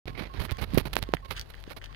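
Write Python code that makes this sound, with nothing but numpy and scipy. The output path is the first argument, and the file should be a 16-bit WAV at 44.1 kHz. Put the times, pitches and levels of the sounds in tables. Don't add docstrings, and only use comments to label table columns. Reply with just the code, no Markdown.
import sys
import numpy as np
from scipy import signal
from scipy.io import wavfile
from scipy.ndimage import uniform_filter1d

SR = 44100
rng = np.random.default_rng(int(sys.argv[2]) if len(sys.argv) > 2 else 0)


def to_wav(s):
    ch = np.atleast_2d(s).T
    pcm = np.round(np.clip(ch, -1, 1) * 32767)
    wavfile.write(sys.argv[1], SR, pcm.astype(np.int16))


def gain_from_db(level_db):
    decades = np.asarray(level_db, float) / 20
    return 10 ** decades


N = 85995
LOWS_END_S = 1.432


def evened(x):
    return x / np.sqrt(np.mean(x ** 2) + 1e-20)


def colour(x, points):
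    f, db = np.transpose(points)
    bins_hz = abs(np.fft.fftfreq(8192, 1 / SR))
    log_gain = np.interp(np.log(bins_hz + 1), np.log(f + 1), db) * np.log(10) / 20
    taps = np.fft.ifft(np.exp(np.conj(signal.hilbert(log_gain)))).real[:4096]
    return signal.oaconvolve(x, taps)[:len(x)]


def hump(hz, octaves, skirt_db=-13):
    near, far = 2 ** (octaves / 2), 2 ** (3 * octaves)
    return [(hz / far, 3 * skirt_db), (hz / near, -3), (hz, 0), (hz * near, -3), (hz * far, 3 * skirt_db)]


def add(mix, s, sound):
    part = mix[round(s * SR):][:len(sound)]
    part += sound[:len(part)]


def grains(per_s, spread_db):
    sizes = gain_from_db(spread_db * np.minimum(rng.exponential(1, N), 4))
    return evened(rng.standard_normal(N) * sizes * (rng.random(N) < per_s / SR))


def gate(length, rise, fall):
    t = np.arange(0, length + fall, 1 / SR)
    return t, np.clip(np.minimum(t / rise, (length + fall - t) / (2 * fall)), 0, 1)


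def filtered(x, order, hz, kind):
    return signal.sosfilt(signal.butter(order, hz, kind, fs=SR, output="sos"), x)


def filtered_in_phase(x, order, hz, kind):
    return signal.sosfiltfilt(signal.butter(order, hz, kind, fs=SR, output="sos"), x)


# start_s [s], level_db [dB], pitch_hz [Hz]
CLICKS = [(.1593, -58, 5000), (.2682, -49, 4500), (.3645, -50, 900), (.372, -45, 1670), (.3967, -37, 2020),
          (.4852, -42, 1100), (.493, -43, 1500), (.4949, -42, 1300), (.4978, -41, 1200), (.5215, -43, 6500),
          (.5703, -41, 6500), (.5704, -45, 1800), (.5839, -45, 5500), (.8026, -42, 900), (1.0295, -42, 700),
          (1.1445, -46, 1100), (1.1688, -33, 2100), (1.3495, -46, 1470), (1.3584, -46, 3300),
          (1.3645, -36, 3230), (1.3662, -36, 3500), (1.3689, -38, 3040), (1.3733, -38, 2600),
          (1.377, -35, 4000), (1.3798, -34, 3500), (1.3955, -25, 5100), (1.4129, -29, 4600),
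          (1.5383, -43, 3300), (1.5428, -40, 1950), (1.6763, -45, 450), (1.8152, -42, 1900),
          (1.8217, -44, 2400), (1.8253, -47, 900), (1.8294, -49, 2700), (1.8405, -37, 3200),
          (1.8408, -45, 900), (1.8434, -40, 5000), (1.8589, -40, 3600), (1.9277, -46, 1200),
          (1.9471, -39, 2800)]


def hoof_clicks():
    out, t = np.zeros(N), np.arange(400) / SR
    for start_s, level_db, pitch_hz in CLICKS:
        ring = np.sin(2 * np.pi * pitch_hz * t) * np.exp(-t * pitch_hz / .65)
        crack = .18 * rng.standard_normal(400) * np.exp(-t / .0012)
        blow = colour(ring + crack, hump(pitch_hz, 1.8))
        add(out, start_s, gain_from_db(level_db + 6) * blow / abs(blow).max())
    return out


def grit():
    out, u = np.zeros(N), np.arange(-44, 45) / SR
    for hz in np.geomspace(450, 13000, 12):
        grain = np.sqrt(hz) * np.exp(-(u * hz / 0.75) ** 2) * np.cos(2 * np.pi * hz * u)
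        out += signal.oaconvolve(grains(16000 / 8, 2.2), grain, "same")
    return out


# start_s [s], length_s [s], level_db [dB]
SCUFFS = [(.066, .034, -63), (.274, .04, -64), (.362, .075, -56), (.435, .05, -62), (.48, .09, -57.5),
          (.7, .12, -57), (1.011, 0.2, -62), (1.35, .08, -52.5), (1.363, .022, -45), (1.561, 0.051, -59.5),
          (1.662, 0.03, -56.5), (1.812, .03, -58), (1.84, .022, -53), (1.86, .1, -62)]


def hoof_scuffs():
    out, stones = np.zeros(N), grit()
    soft_hz, hz_per_db = 1500, 55
    for start_s, length_s, level_db in SCUFFS:
        pitch_hz = soft_hz + hz_per_db * max(level_db + 68, 0)
        u, shape = gate(length_s, .004, .008)
        stretch = stones[round(start_s * SR):][:len(u)]
        drag = evened(colour(stretch, hump(pitch_hz, 2.6, skirt_db=-27)))
        add(out, start_s, gain_from_db(level_db) * shape[:len(drag)] * drag)
    return out


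def hooves():
    direct, t = hoof_clicks() + hoof_scuffs(), np.arange(4410) / SR
    t60_s, return_db = .08, -12
    tail = rng.standard_normal(len(t)) * gain_from_db(-60 * t / t60_s) * np.minimum(t / 0.00067, 1)
    return direct + gain_from_db(return_db) * signal.oaconvolve(direct, tail / np.linalg.norm(tail))[:N]


# time_s [s], level_db [dB]
PRESSURE = [(.06, -37.5), (.31, -38.5), (.4, -35), (.56, -40), (.76, -29.5), (.84, -36), (1.0, -37),
            (1.2, -44), (1.428, -40), (1.434, -45), (1.46, -36.5), (1.7, -40.5), (1.74, -92)]


def pressure():
    return gain_from_db(np.interp(np.arange(N) / SR, *np.transpose(PRESSURE)))


# freq_hz [Hz], level_db [dB per Hz]
RUB = [(35, -24.5), (60, 4.5), (862, -2.5), (2300, -8), (3580, -10), (4220, -9), (7400, -31),
       (11500, -16.5), (16000, -28)]


def skin_friction():
    skin = colour(grains(11000, 2.2), RUB)
    skin /= filtered(skin, 2, 1000, "high").std()
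    body = filtered_in_phase(skin, 2, 450, "low")
    ease_s, body_db = 1.22, 2
    grip = np.clip((ease_s - np.arange(N) / SR) * 20, 0, 1)
    return skin - body + body * (gain_from_db(-3.5) + grip * gain_from_db(body_db))


# start_s [s], length_s [s], level_db [dB], bright_db [dB]
RUBS = [(.066, .04, -49, -8), (.069, .012, -50, -30), (0.147, 0.13, -55, -34.5), (.17, .075, -48, -3),
        (0.332, 0.054, -49, -13), (0.393, .036, -38.5, -0.5), (0.43, 0.037, -43.5, 5),
        (0.489, 0.018, -49.5, -39), (.184, .024, -57, -25), (0.581, 0.025, -40, -5),
        (0.607, 0.041, -38, 0.5), (0.688, 0.086, -59.5, -6.5), (0.943, .02, -44.5, -12),
        (1.245, .018, -48, -6), (1.278, 0.079, -58.5, 3), (1.495, 0.012, -53.5, 11), (1.9, 0.059, -60, -8)]
# start_s [s], length_s [s], level_db [dB], change_db [dB], bright_db [dB]
SLIPS = [(.516, .011, -40, -5.5, 5), (.746, .02, -36, -15, 0), (.776, 0.038, -24, -22, 4.5),
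         (.853, .03, -39, -4, 0), (.931, 0.0089, -46, 0, 0), (.968, 0.025, -43.5, 4.5, 6),
         (1.016, 0.025, -53, 5, -1), (1.139, 0.017, -32.5, -17.5, 1.5), (1.305, .005, -36, 0, -5),
         (1.309, .03, -33, -17, 0), (1.702, .033, -40.5, -7, 0.5), (1.764, .025, -39, -11, -0.5)]


def strokes(press):
    skin = skin_friction()
    top = filtered_in_phase(skin, 4, 6500, "high")
    sing = signal.lfilter(*signal.iirpeak(2200, 7, SR), skin)
    hiss_db, squeak_db = -19, -3
    low, high, dull = press * gain_from_db(hiss_db), press * gain_from_db(hiss_db - 4.5), np.zeros(N)
    steady_rubs = [(*row[:3], 0, row[3]) for row in RUBS]
    for table, rise, fall in ((steady_rubs, .007, .005), (SLIPS, .0008, .0015)):
        for start_s, length_s, level_db, change_db, bright_db in table:
            u, shape = gate(length_s, rise, fall)
            shape = shape * gain_from_db(level_db + change_db * u / length_s)
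            add(low, start_s, shape)
            add(high, start_s, shape * gain_from_db(bright_db))
            add(dull, start_s, shape * gain_from_db(squeak_db - 0.52 * bright_db))
    lumps = evened(uniform_filter1d(uniform_filter1d(rng.standard_normal(N), 150), 150))
    return gain_from_db(2.2 * lumps) * (low * (skin - top) + high * top + dull * sing)


def rush(press):
    lasting = np.clip((LOWS_END_S - np.arange(N) / SR) / 0.0024, 0, 1)
    noise = filtered(rng.standard_normal(N), 2, [35, 102.4], "band")
    return evened(noise) * press * gain_from_db(-3.5) * lasting


# centre_s [s], push [-1..1], period_s [s]
THUMPS = [(0.2118, 0.075, 0.0052), (0.391, .07, 0.014), (.407, 0.12, 0.015), (.5233, 0.17, 0.012),
          (0.5372, 0.067, 0.024), (0.6231, 0.14, .012), (.638, 0.077, 0.015), (0.7384, -.1, 0.005),
          (0.7475, 0.26, 0.0065), (.761, .08, .026), (.7757, .66, .0025), (.7776, -.2, .003),
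          (.7362, .07, .004), (.8235, .05, .02), (.7826, .22, .009), (1.0292, 0.063, 0.01),
          (1.0914, -.1, 0.0034), (1.1402, .12, .005), (1.1445, .07, .006), (1.295, -.03, .012),
          (1.678, -.025, .005), (.8565, -.05, .003), (1.1487, -0.11, 0.0066)]


def thumps():
    out = np.zeros(N)
    for centre_s, push, period_s in THUMPS:
        u = np.arange(-1.5 * period_s, 1.5 * period_s, 1 / SR) / period_s
        add(out, centre_s - 1.51 * period_s, push * np.exp(-(u / 0.42) ** 2) * np.cos(2 * np.pi * u))
    return out


# peak_s [s], push [full scale], rise_s [s], fall_s [s]
POPS = [
    (.967, 1.17, 0.00011, 0.000075),
    (0.9682, 0.19, .0001, 0.000067),
    (1.138, 1.21, 0.0001, 0.00023),
    (1.1379, 0.38, 0.00017, .0009),
]


def pops():
    out, u = np.zeros(N), np.arange(-300, 300) / SR
    for peak_s, push, rise_s, fall_s in POPS:
        exponent = np.where(u < 0, (u / rise_s) ** 2, (abs(u) / fall_s) ** 0.6)
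        add(out, peak_s - 300 / SR, push * np.exp(-exponent))
    size = round(.002 * SR)
    return out - uniform_filter1d(uniform_filter1d(out, size), size)


# time_s [s], level_db [dB], bright_db [dB]
TICKS = [(.0566, -12, -5), (.2234, -6, -9), (.259, -11, -9), (.3393, -8, -5), (.5105, 4, 0), (.5176, 1, 0),
         (.5211, -3, 0), (.5254, -3, 0), (.6263, 0, 0), (.7368, -3, 0), (.745, -5, 14), (.7834, 6, 3),
         (.7992, 5, -9), (.8034, 0, 3), (.932, 6, 0), (.9349, 6, 0), (.9372, 5, 3), (.94, -2, -6),
         (.9558, 6, 9), (1.0223, -4, -6), (1.0266, 9, 0), (1.0291, 3, 0), (1.038, 1, -3), (1.0896, -8, -6),
         (1.1219, -14, 0), (1.2488, -12, -3), (1.3073, 1, 0), (1.3103, 7, -3), (1.4937, -19, 6),
         (1.5071, -13, 0), (1.552, -14, 3), (1.6028, -20, 9), (1.6109, -19, 3), (1.6266, -17, 5),
         (1.6397, -4, -6), (1.697, -10, -2), (1.703, -6, -3), (1.7678, -9, -3), (1.9279, -13, -12),
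         (.776, -1, -9), (1.5003, -22, 10), (.4535, -4, 0), (.6198, -2, 0), (1.2564, -11, -3)]


def ticks():
    low, high = np.zeros((2, N))
    for time_s, level_db, bright_db in TICKS:
        low[round(time_s * SR)] -= gain_from_db(level_db)
        high[round(time_s * SR)] -= gain_from_db(level_db + bright_db)
    low = colour(low, [(300, -15), (1500, -8.5), (4000, -8), (7500, -31), (16000, -60)])
    high = colour(high, [(4000, -50), (7500, -31), (11500, -19), (16000, -30)])
    return gain_from_db(1.5) * (low + high)


def finger():
    press = pressure()
    return strokes(press) + rush(press) + thumps() + pops() + ticks()


# start_s [s], length_s [s], level_db [dB]
NOTES = [
    (.083, .07, -57),
    (.298, .06, -54),
    (.52, .06, -53),
    (.72, .065, -57),
    (1.07, .065, -58),
    (1.225, .065, -57),
    (1.893, .035, -59),
]


def bird():
    out = np.zeros(N)
    pitch_hz, sag_hz, sag_db = 1092, 22, -9
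    for start_s, length_s, level_db in NOTES:
        t, shape = gate(length_s, 0.0014, 0.0035)
        whistle = np.sin(2 * np.pi * (pitch_hz - sag_hz * t / (2 * length_s)) * t)
        add(out, start_s, np.sqrt(2) * gain_from_db(level_db + sag_db * t / length_s) * shape * whistle)
    return out


# freq_hz [Hz], width_hz [Hz], level_db [dB]
DRONE = [(47, 7, -46), (90, 18, -54), (139, 10, -59)]


def drone():
    out, t = np.zeros(N), np.arange(N) / SR
    for freq_hz, width_hz, level_db in DRONE:
        r = np.exp(-np.pi * width_hz / SR)
        noise = rng.standard_normal(N) + 1j * rng.standard_normal(N)
        slow = signal.lfilter([1], [1, -2 * r, r * r], noise)
        slow = slow / evened(abs(slow)) ** .5
        out += gain_from_db(level_db) * evened((slow * np.exp(2j * np.pi * freq_hz * t)).real)
    return out


# freq_hz [Hz], level_db [dB per Hz]
AIR = [(30, 11.5), (120, 1), (300, -4), (900, -11.5), (1700, -22.5), (2600, -25), (7000, -30), (15000, -38)]


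def air(level_db):
    return gain_from_db(level_db) * evened(colour(rng.standard_normal(N), AIR))


# freq_hz [Hz], gain_db [dB]
PORT = [(100, -8), (500, 2), (2500, 5), (4500, 2), (7000, -14), (9000, -8), (12000, 0), (16000, -3)]
# time_s [s], level_db [dB]
SWELL = [(.12, 3), (.17, -5), (.34, -4), (.92, 2), (1.2, 0), (1.31, -7), (1.36, 2)]


def scene():
    t = np.arange(N) / SR
    swell = gain_from_db(np.interp(t, *np.transpose(SWELL)))
    road, song, hum = hooves(), bird(), swell * drone()
    left = road + song + hum + swell * air(-54)
    far_road = np.roll(colour(road, PORT), round(.0006 * SR))
    hum_share = np.where(t < LOWS_END_S, 1.2, .07)
    right = far_road + finger() - gain_from_db(10) * song + hum_share * hum + colour(air(-53), PORT)
    return np.array([left, right])


def top_cut(x):
    return signal.sosfilt(signal.butter(12, 17000, fs=SR, output="sos"), x)


def record(dry):
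    t = np.arange(N) / SR
    duck_db, duck_share, recover_db_s = -24.5, 0.39, 262
    power_db = 10 * np.log10(abs(uniform_filter1d(dry[1] ** 2, 100)) + 1e-12)
    peak_db = np.maximum.accumulate(power_db + recover_db_s * t) - recover_db_s * t
    over_db = np.maximum(peak_db - duck_db, 0)
    duck = np.array([gain_from_db(-duck_share * uniform_filter1d(over_db, 100)), np.ones(N)])
    dry = signal.oaconvolve(dry, signal.firwin(127, 16100, fs=SR)[None], "same")
    opening = np.clip((t - .056) / 0.00033, 0, 1)
    return top_cut(np.clip(dry * duck * opening, -.99, .99))


dry = scene()
out = record(dry)
to_wav(out)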